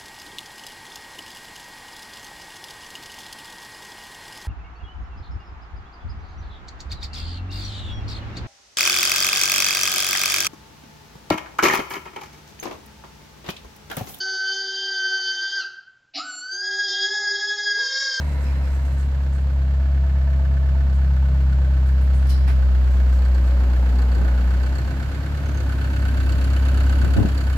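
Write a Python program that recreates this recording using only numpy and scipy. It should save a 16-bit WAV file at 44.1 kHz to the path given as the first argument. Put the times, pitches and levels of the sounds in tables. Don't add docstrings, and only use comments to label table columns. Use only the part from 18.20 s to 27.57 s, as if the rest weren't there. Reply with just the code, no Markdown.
import sys
import numpy as np
from scipy.fft import rfft, irfft, next_fast_len
from scipy.io import wavfile
from scipy.ndimage import map_coordinates

SR = 44100
rng = np.random.default_rng(int(sys.argv[2]) if len(sys.argv) > 2 else 0)


def unload_wav(signal):
    wavfile.write(
        sys.argv[1],
        SR,
        np.round(np.clip(np.atleast_2d(signal).T, -1, 1) * 32767).astype(np.int16),
    )


N = 413216

# time in seconds, bearing in degrees from the front, nearness gain in dB.
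WALK = [(0, 30, 2), (1.2, 61, 0), (3.3, 90, 1), (5.3, 114.5, 2.2), (6.1, 120.6, 3), (7.2, 123.6, 2.4),
        (7.8, 150.5, 1.5), (8.7, 162, 3), (9.37, 146, 1.5)]
GRILLE_DEG = (57.6, 176.6)
# time in seconds, firings per second.
FIRING_RATE = [(0.0, 36.91), (0.2, 34.14), (0.6, 33.7), (1.0, 33.99), (1.4, 33.64), (2.3, 33.75),
               (3.0, 33.36), (3.8, 32.74), (4.2, 32.85), (4.5, 31.76), (4.8, 31.81), (5.6, 31.05),
               (6.25, 30.77), (6.5, 32.62), (6.8, 33.33), (7.17, 35.76), (7.48, 33.38), (9.37, 33.04)]
IDLE_HZ, LABOUR_HZ = 33.14, 31.59
# relative level in dB of one cylinder, in firing order.
CYLINDERS = [5.9, 6.7, 0.64, 2.6]

# frequency in Hz, relative spectral density in dB.
GRIT_SPECTRUM = [(2000, -27), (5000, -6), (7900, -1.5), (9500, -16.5), (12000, -8.5), (15700, -27)]
THUD_SPECTRUM = [(300, -15), (700, -1), (1400, 1), (2400, -1.5), (5000, -20), (10000, -38)]
GUST_SPECTRUM = [(20, -17), (60, 4.5), (130, -1.5), (250, -4.5), (450, -16.5), (800, -21), (2000, -59)]
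VENT_SPECTRUM = [(150, -30), (250, 2.5), (340, -4.5), (450, -2), (570, -11), (720, 0), (930, -6),
                 (1300, -27), (2500, -43.5)]
BOOM_SPECTRUM = [(10, -7), (25, -1), (40, 3), (80, 5), (150, 2.5), (210, -2.5), (300, -6), (380, -12.5),
                 (600, -49)]
PANEL_SPECTRUM = [(200, -29.5), (350, -8), (480, -2), (570, -1), (680, -3), (800, -5.5), (1000, -7.5),
                  (1250, -11), (2000, -51)]
CLATTER_SPECTRUM = [(600, -34.5), (1000, -6.5), (1300, 0), (1700, 1), (2000, -4), (2500, -7), (3200, -20),
                    (5000, -32.5)]
RUSH_SPECTRUM = [(1800, -20), (2800, 6), (3500, 2), (4500, 2), (5200, -3), (6000, -5.5), (7500, -5),
                 (8600, -22.5), (10300, -17), (13500, -18.5), (15700, -39)]
FAN_SPECTRUM = [(150, -28.5), (230, -3.5), (300, -0.5), (370, -6.5), (460, -23.5), (800, -36)]

# frequency in Hz, bandwidth in Hz, relative level in dB.
DRUM_MODES = [(520, 110, 4), (964, 46, 7), (1380, 160, -8.5), (1820, 220, -0.5), (2100, 130, 1),
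              (2250, 70, -2), (2640, 19, -0.5), (4040, 140, -7.5), (5330, 120, -18), (7900, 3000, -25.5),
              (12800, 2600, -27.5)]
CRACK_MODES = [(2500, 1700, -7), (4600, 2400, 4.5), (9400, 900, 3), (11400, 1900, -1.5)]
SHELL_MODES = [(3020, 70, -5), (4060, 120, -3), (4780, 250, -5.5), (5430, 120, -5), (9200, 120, -13.5)]
SQUEAK_MODES = [(2390, 50, 3), (2600, 79, -2.5), (4030, 63, -14), (5080, 90, -3.5), (5480, 140, -12)]
FRAME_MODES = [(610, 64, 4.5), (678, 45, 10), (1300, 110, -6), (1470, 55, -9.5), (1740, 55, -5),
               (2140, 150, -6), (2960, 75, -14.5), (4430, 350, -19.5)]
INJECTOR_MODES = [(4080, 180, -4.5), (4500, 250, 1.5), (6970, 360, -7), (7850, 250, -9.5),
                  (10400, 220, -17), (11900, 1700, -19)]
ZING_MODES = [(6300, 92, 3), (6650, 250, -10), (7200, 270, -12)]
BLOCK_MODES = [(1315, 92, -2.5), (1496, 76, -0.5), (1573, 63, 0.5), (1764, 67, -3), (2205, 52, -5.5),
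               (2695, 130, -14), (4220, 470, -16), (4425, 70, -12), (7400, 400, -26)]
COVER_MODES = [(2610, 36, 3.5), (2805, 130, 0), (3015, 25, 5), (3250, 16, 2), (3780, 240, -6),
               (4550, 29, 1.5), (6390, 95, -7.5), (7290, 76, -8), (7800, 160, -18.5), (9300, 30, -17),
               (10240, 120, -8)]

# frequency in Hz, relative level in dB.
CLONK_PARTIALS = [(908, -2), (992, -14), (823, -9.5)]
CLINK_PARTIALS = [(1744, 2), (1508, -3.5)]
PING_PARTIALS = [(1512, -1), (1765, -15)]

# time of the peak in seconds, level in dB, half length in seconds.
GRIT_PATCHES = [(.3, -61.5, 0.6), (4.72, -66, 0.088), (4.95, -62, 0.056), (5.27, -59, .03)]
GUSTS = [(3.44, -40, 0.04), (6.007, -27, 0.043), (8.863, -25, 0.037), (8.986, -19, 0.02),
         (9.034, -20, 0.037)]
VENT_PASS = [(5.75, -43.5, 0.45)]
TICK_FLARES = [(5.08, -60, .1), (5.8, -57, .04), (5.97, -57.5, .03), (6.45, -60, .05), (6.58, -57, .035)]
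ZING_SWELLS = [(6.58, -68, 0.23), (7.34, -60, .1), (8.5, -68, 0.51)]

# time in seconds, level in dB.
CLONK_LEVEL = [(0, -63), (1.95, -58), (2.1, -54), (3.2, -55), (3.8, -62), (6, -59.5), (9.37, -54.5)]
PING_LEVEL = [(0, -60.5), (3.3, -55), (5.75, -57), (6.05, -45.5), (6.5, -49.5), (7.3, -51.5), (7.8, -41.5),
              (8.25, -48.5), (8.7, -42.5), (9.37, -51)]
DRONE_LEVEL = [(0.0, -23.5), (0.26, -20), (1.06, -20), (1.58, -17.5), (4.82, -14.5), (6.35, -16.5),
               (6.63, -22), (6.94, -25.5), (8.03, -18), (8.68, -15.5), (8.96, -17), (9.01, -20.5),
               (9.3, -18.5)]

# start in seconds, relative level in dB, T60 in seconds, centre in Hz,
# width in octaves.
SCUFFS = [(.07, -61, 0.2, 7700, .24), (.645, -56.5, 0.17, 7200, 0.45), (.72, -60, 0.12, 10500, .4),
          (0.774, -59.5, .3, 7750, .25), (1.124, -59, 0.3, 7450, 0.28), (2.735, -59.5, 0.2, 7460, .22),
          (3.66, -61.5, 0.31, 8130, .5), (3.81, -59.5, 0.23, 9600, .4), (3.935, -59, 0.5, 8000, .35)]
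# start in seconds, relative crack, thud and ring in dB, T60 in seconds.
STONES = [(4.065, -56.5, -66, -61, .2), (4.092, -44.5, -51, -48.5, .21), (4.275, -53, -41.5, -62, 0.28)]
# start in seconds, relative level in dB, T60 in seconds.
SQUEAKS = [(.245, -53.5, 0.54), (.42, -56, 0.43)]
# time in seconds, relative peak in dB.
THUMPS = [(8.9925, -11), (9.0517, -7)]
# multiple of the firing rate, level on the axis in dB, bearing and half width
# in degrees, level elsewhere in dB.
GEAR_TONES = [(19.5, -50.5, 73, 9, -66), (18.5, -53, 89, 8, -68), (18, -48.5, 113.5, 4.5, -65),
              (17.5, -47, 173, 14, -68)]
# place in the four-stroke cycle in firings, relative level in dB.
STRIKES = [(3.2, -1), (1.1, 0)]
# level on the axis in dB, bearing and half width in degrees, dB elsewhere.
RATTLE_BEAM = (-50, 75.5, 7, -57.5)
# relative level from the front, gain at the grille, gain under load, in dB.
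BOOM_LEVEL, PANEL_LEVEL = (-42, 4.8, -3), (-45, 3.9, 0.65)
KNOCK_LEVEL, RUSH_LEVEL = (-49, 7, -.3), (-58.3, 8.2, -0.32)
# multiple of the firing rate, level in dB at each of the four QUARTERS_DEG,
# gain under load in dB.
EXHAUST_ORDERS = [(1, -47, -46, -49.5, -39, 2), (3, -41, -40, -31, -28.5, -5.5),
                  (4, -37, -31, -39.5, -38, -6.5), (5, -50.5, -38, -55, -52, -11),
                  (6, -53.5, -53.5, -53, -44, 13), (7, -51.5, -53, -59, -51, -6),
                  (8, -55, -57.5, -44.5, -36.5, 4), (10, -67, -65.5, -66, -50, 8.5)]
QUARTERS_DEG = (45, 90, 135, 180)

# frequency in Hz, correlation of left and right.
COHERENCE = [(30, .95), (70, .93), (130, .8), (300, .88), (640, .85), (1000, .76), (1400, .5), (3000, 0),
             (14000, 0)]
# frequency in Hz, left minus right in dB.
IMBALANCE = [(60, 0.45), (130, 0.5), (280, 0), (550, 0.5), (1200, -4), (2400, -2.5), (5000, -2), (9000, 1),
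             (13000, -7.5)]
# frequency in Hz, gain in dB.
DROOP = [(13800, 0), (15700, -7.5)]


def amp(db):
    return 10 ** (np.asarray(db) / 20)


def unit(x):
    return x / np.sqrt(np.mean(x ** 2) + 1e-20)


def white():
    return rng.standard_normal((2, N))


def along(points, hz):
    f, v = np.transpose(points)
    return np.interp(np.log(hz + 1), np.log(f + 1), v)


def curves(rows):
    s, *cols = np.transpose(rows)
    return [np.interp(np.arange(N) / SR, s, c) for c in cols]


def wobble(rate):
    knots = np.arange(N) * rate / SR
    steps = np.arange(0, knots[-1] + 1, .125)
    heights = rng.standard_normal(int(knots[-1]) + 4)
    return np.interp(knots, steps, map_coordinates(heights, [steps]))


def swells(rows):
    t = np.arange(N) / SR
    return sum(amp(db) * np.exp(-.5 * ((t - s) / length) ** 2) for s, db, length in rows)


def impact(age, rise, decay):
    return (1 - np.exp(-age / rise)) * np.exp(-age / decay)


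def filtered(x, response):
    m = next_fast_len(N + SR // 2)
    return irfft(rfft(x, m) * response(np.fft.rfftfreq(m, 1 / SR)), m)[..., :N]


def colour(points):
    return lambda hz: amp(along(points, hz))


def ringing(modes):
    return lambda hz: sum((-1) ** k * amp(db) * 1j * hz * width / (f0 * f0 - hz * hz + 1j * hz * width)
                          for k, (f0, width, db) in enumerate(modes))


def radiated(pair, response=np.ones_like):
    def spread(hz):
        turn = np.arccos(np.clip(along(COHERENCE, hz), -1, 1)) / 2
        return response(hz) * np.array([np.cos(turn), np.sin(turn)])
    mid, side = filtered(pair, spread)
    return np.array([mid + side, mid - side]) / np.std(mid)


def bearing():
    return curves(WALK)[0]


def grille():
    return .5 - .5 * np.cos(np.pi * np.interp(bearing(), GRILLE_DEG, (0, 1)))


def beam(axis_db, centre_deg, width_deg, elsewhere_db):
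    lobe = np.exp(-.5 * ((bearing() - centre_deg) / width_deg) ** 2)
    return elsewhere_db + (axis_db - elsewhere_db) * lobe


def load():
    return np.clip((IDLE_HZ - curves(FIRING_RATE)[0]) / (IDLE_HZ - LABOUR_HZ), 0, 1)


def vibration(firings, locked):
    size = int(4 * N / firings[-1])
    cycle = rng.standard_normal((2, size))
    place = (firings / 4 % 1 * size).astype(int)
    return np.sqrt(locked) * cycle[:, place] + np.sqrt(1 - locked) * white()


def blows(firings, rise, decay, scatter_db):
    index, age = firings.astype(int), firings % 1
    count = index[-1] + 1
    strength = amp(np.resize(CYLINDERS, count) + scatter_db * rng.standard_normal(count))
    return unit(strength[index] * impact(age, rise, decay))


def struck(count, partials, detune):
    index = (count - np.floor(count[0])).astype(int)
    out = 0
    for hz, db in partials:
        start = rng.uniform(0, 2 * np.pi, (2, index[-1] + 1))
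        pitch_hz = hz * (1 + detune * rng.standard_normal(index[-1] + 1))
        out = out + amp(db) * np.sin(2 * np.pi * np.cumsum(pitch_hz[index]) / SR + start[:, index])
    return out


def overtone(angle, level_db, waver):
    drift = np.array([[1], [-1]]) * waver * 0.051 * wobble(7.8)
    phase = 0.16 * waver * wobble(18)
    return np.sqrt(2) * amp(level_db + waver * wobble(14)) * np.sin(angle + phase + drift)


def scrape(s, db, t60, response, rise_s=0.0097):
    out, t = np.zeros((2, N + SR)), np.arange(SR // 2) / SR
    noise = rng.standard_normal((2, len(t)))
    grains = noise * amp(1.4 * np.repeat(rng.standard_normal(len(t)), 64)[:len(t)])
    burst = unit(irfft(rfft(grains) * response(np.fft.rfftfreq(len(t), 1 / SR)), len(t)))
    envelope = amp(db + 8 - 60 * t / t60) * (1 - np.exp(-t / rise_s))
    out[:, round(s * SR):][:, :len(t)] = envelope * burst
    return out[:, :N]


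def drum():
    grind, creep = swells([(0.0066, -45, 0.54)]), amp(-77)
    return (grind + creep) * radiated(white() * amp(0.83 * wobble(250)), ringing(DRUM_MODES))


def grit():
    def band(centre_hz, octaves):
        return lambda hz: np.exp(-.5 * (np.log2((hz + 1) / centre_hz) / octaves) ** 2)
    scuffs = sum(scrape(s, db, t60, band(*shape)) for s, db, t60, *shape in SCUFFS)
    squeaks = sum(scrape(s, db, t60, ringing(SQUEAK_MODES)) for s, db, t60 in SQUEAKS)
    crackle = radiated(white() * amp(4.5 * wobble(22) + 2.3 * wobble(300)), colour(GRIT_SPECTRUM))
    return scuffs + squeaks + swells(GRIT_PATCHES) * crackle


def stones():
    return sum(scrape(s, crack_db, t60, ringing(CRACK_MODES), rise_s=0.0025)
               + scrape(s, thud_db, t60, colour(THUD_SPECTRUM), rise_s=.004)
               + scrape(s, ring_db, t60=0.59, response=ringing(SHELL_MODES))
               for s, crack_db, thud_db, ring_db, t60 in STONES)


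def gusts(half_length_s=0.0012):
    pulses = 0
    for s, db in THUMPS:
        offset = (np.arange(N) / SR - s) / half_length_s
        pulses = pulses + amp(db) * (1 - offset ** 2 / 2) * np.exp(-.5 * offset ** 2)
    buffet = swells(GUSTS) * unit(filtered(white(), colour(GUST_SPECTRUM)))
    return amp([[2.5], [-2]]) * (buffet + pulses)


def vents(firings):
    return swells(VENT_PASS) * radiated(vibration(firings, locked=0.16), colour(VENT_SPECTRUM))


def gears(firings):
    turn = 2 * np.pi * firings
    return sum(overtone(k * turn + .2 * wobble(60), beam(*lobe) + 2 * wobble(50), waver=2.6)
               for k, *lobe in GEAR_TONES)


def clonk(firings):
    cycles = (firings - 3.05) / 4
    blow = impact(cycles % 1 * 4, rise=.35, decay=.21) * amp(0.91 * wobble(8))
    return amp(curves(CLONK_LEVEL)[0]) * radiated(struck(cycles, CLONK_PARTIALS, detune=.012) * blow)


def rattle(firings):
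    shake = sum(amp(db) * impact((firings - at) % 4, rise=.12, decay=.28) for at, db in STRIKES)
    drive = vibration(firings, locked=.5) * np.sqrt(.5 + unit(shake) ** 2)
    frame = radiated(drive, ringing(FRAME_MODES))
    turns = (firings - STRIKES[1][0]) / 2
    clink = radiated(struck(turns, CLINK_PARTIALS, detune=0.0118) * shake)
    return amp(beam(*RATTLE_BEAM)) * (frame + amp(-5) * clink)


def injectors(firings):
    clicks = blows(firings + 0.044, rise=.08, decay=.24, scatter_db=1.5)
    tick_gain = amp(-55.2 + 1.8 * wobble(8.6)) * grille() ** 1.8 + swells(TICK_FLARES)
    ticks = radiated(vibration(firings, locked=.13) * clicks, ringing(INJECTOR_MODES))
    zing = radiated(vibration(firings, locked=.13) * clicks, ringing(ZING_MODES))
    return tick_gain * ticks + swells(ZING_SWELLS) * zing


def block_ping(firings):
    pings = blows(firings - .03, rise=.3, decay=.24, scatter_db=.8)
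    return amp(curves(PING_LEVEL)[0]) * radiated(struck(firings, PING_PARTIALS, detune=0.01207) * pings)


def fan():
    return amp(-41.5) * grille() * radiated(white(), colour(FAN_SPECTRUM))


def engine_body(firings):
    rear, effort, near_db = grille(), load(), curves(WALK)[1]
    boom_db, panel_db, knock_db, rush_db = (
        front_db + near_db + grille_db * rear + load_db * effort
        for front_db, grille_db, load_db in (BOOM_LEVEL, PANEL_LEVEL, KNOCK_LEVEL, RUSH_LEVEL))
    hits = blows(firings, rise=.16, decay=.34, scatter_db=.7)
    taps = blows(firings, rise=.12, decay=.18, scatter_db=1)

    def pulsing(share):
        return np.sqrt(1 - share + share * hits ** 2)

    def part(db, response, envelope, locked):
        return amp(db) * radiated(vibration(firings, locked) * envelope, response)

    boom = part(boom_db + 4.5, colour(BOOM_SPECTRUM), envelope=1, locked=0.3)
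    panels = part(panel_db - 2.5, colour(PANEL_SPECTRUM), pulsing(0.24), locked=0.25)
    clatter = part(knock_db - 2.5 - 1.4 * rear, colour(CLATTER_SPECTRUM), pulsing(0.22), locked=0.36)
    knock = part(knock_db - 9 + 4 * rear, ringing(BLOCK_MODES), hits, locked=0.16)
    rush = part(rush_db + 0.34 - 4 * rear, colour(RUSH_SPECTRUM), pulsing(0.19), locked=0.11)
    covers = rear ** 2.3 * part(knock_db - 9.5, ringing(COVER_MODES), taps, locked=0.16)
    return boom + panels + clatter + knock + rush + covers


def exhaust(firings):
    turn, azimuth, effort = 2 * np.pi * firings + np.pi / 4, bearing(), load()
    drone_gain = np.sqrt(2) * amp(curves(DRONE_LEVEL)[0] + 0.26 * wobble(22))
    drift = np.array([[1], [-1]]) * 0.06 * wobble(1.98)
    out = drone_gain * np.sin(2 * turn + drift)
    for k, *quarters_db, load_db in EXHAUST_ORDERS:
        level_db = np.interp(azimuth, QUARTERS_DEG, quarters_db) + load_db * effort
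        out = out + overtone(k * turn, level_db, waver=.4 + 0.23 * k)
    return out


def scene():
    firing_hz = curves(FIRING_RATE)[0] * (1 + .001 * wobble(12))
    firings = .75 + np.cumsum(firing_hz) / SR
    background = drum() + grit() + stones() + gusts() + vents(firings) + gears(firings)
    impacts = clonk(firings) + rattle(firings) + injectors(firings) + block_ping(firings)
    return background + impacts + fan() + engine_body(firings) + exhaust(firings)


def record(dry):
    ports, lead_s, top_hz = np.array([[.5], [-.5]]), .00015, 15700

    def response(hz):
        gain = amp(ports * along(IMBALANCE, hz) + along(DROOP, hz))
        return gain * np.exp(2j * np.pi * hz * ports * lead_s) * (hz < top_hz)
    return filtered(dry, response)


dry = scene()
out = record(dry)
unload_wav(out)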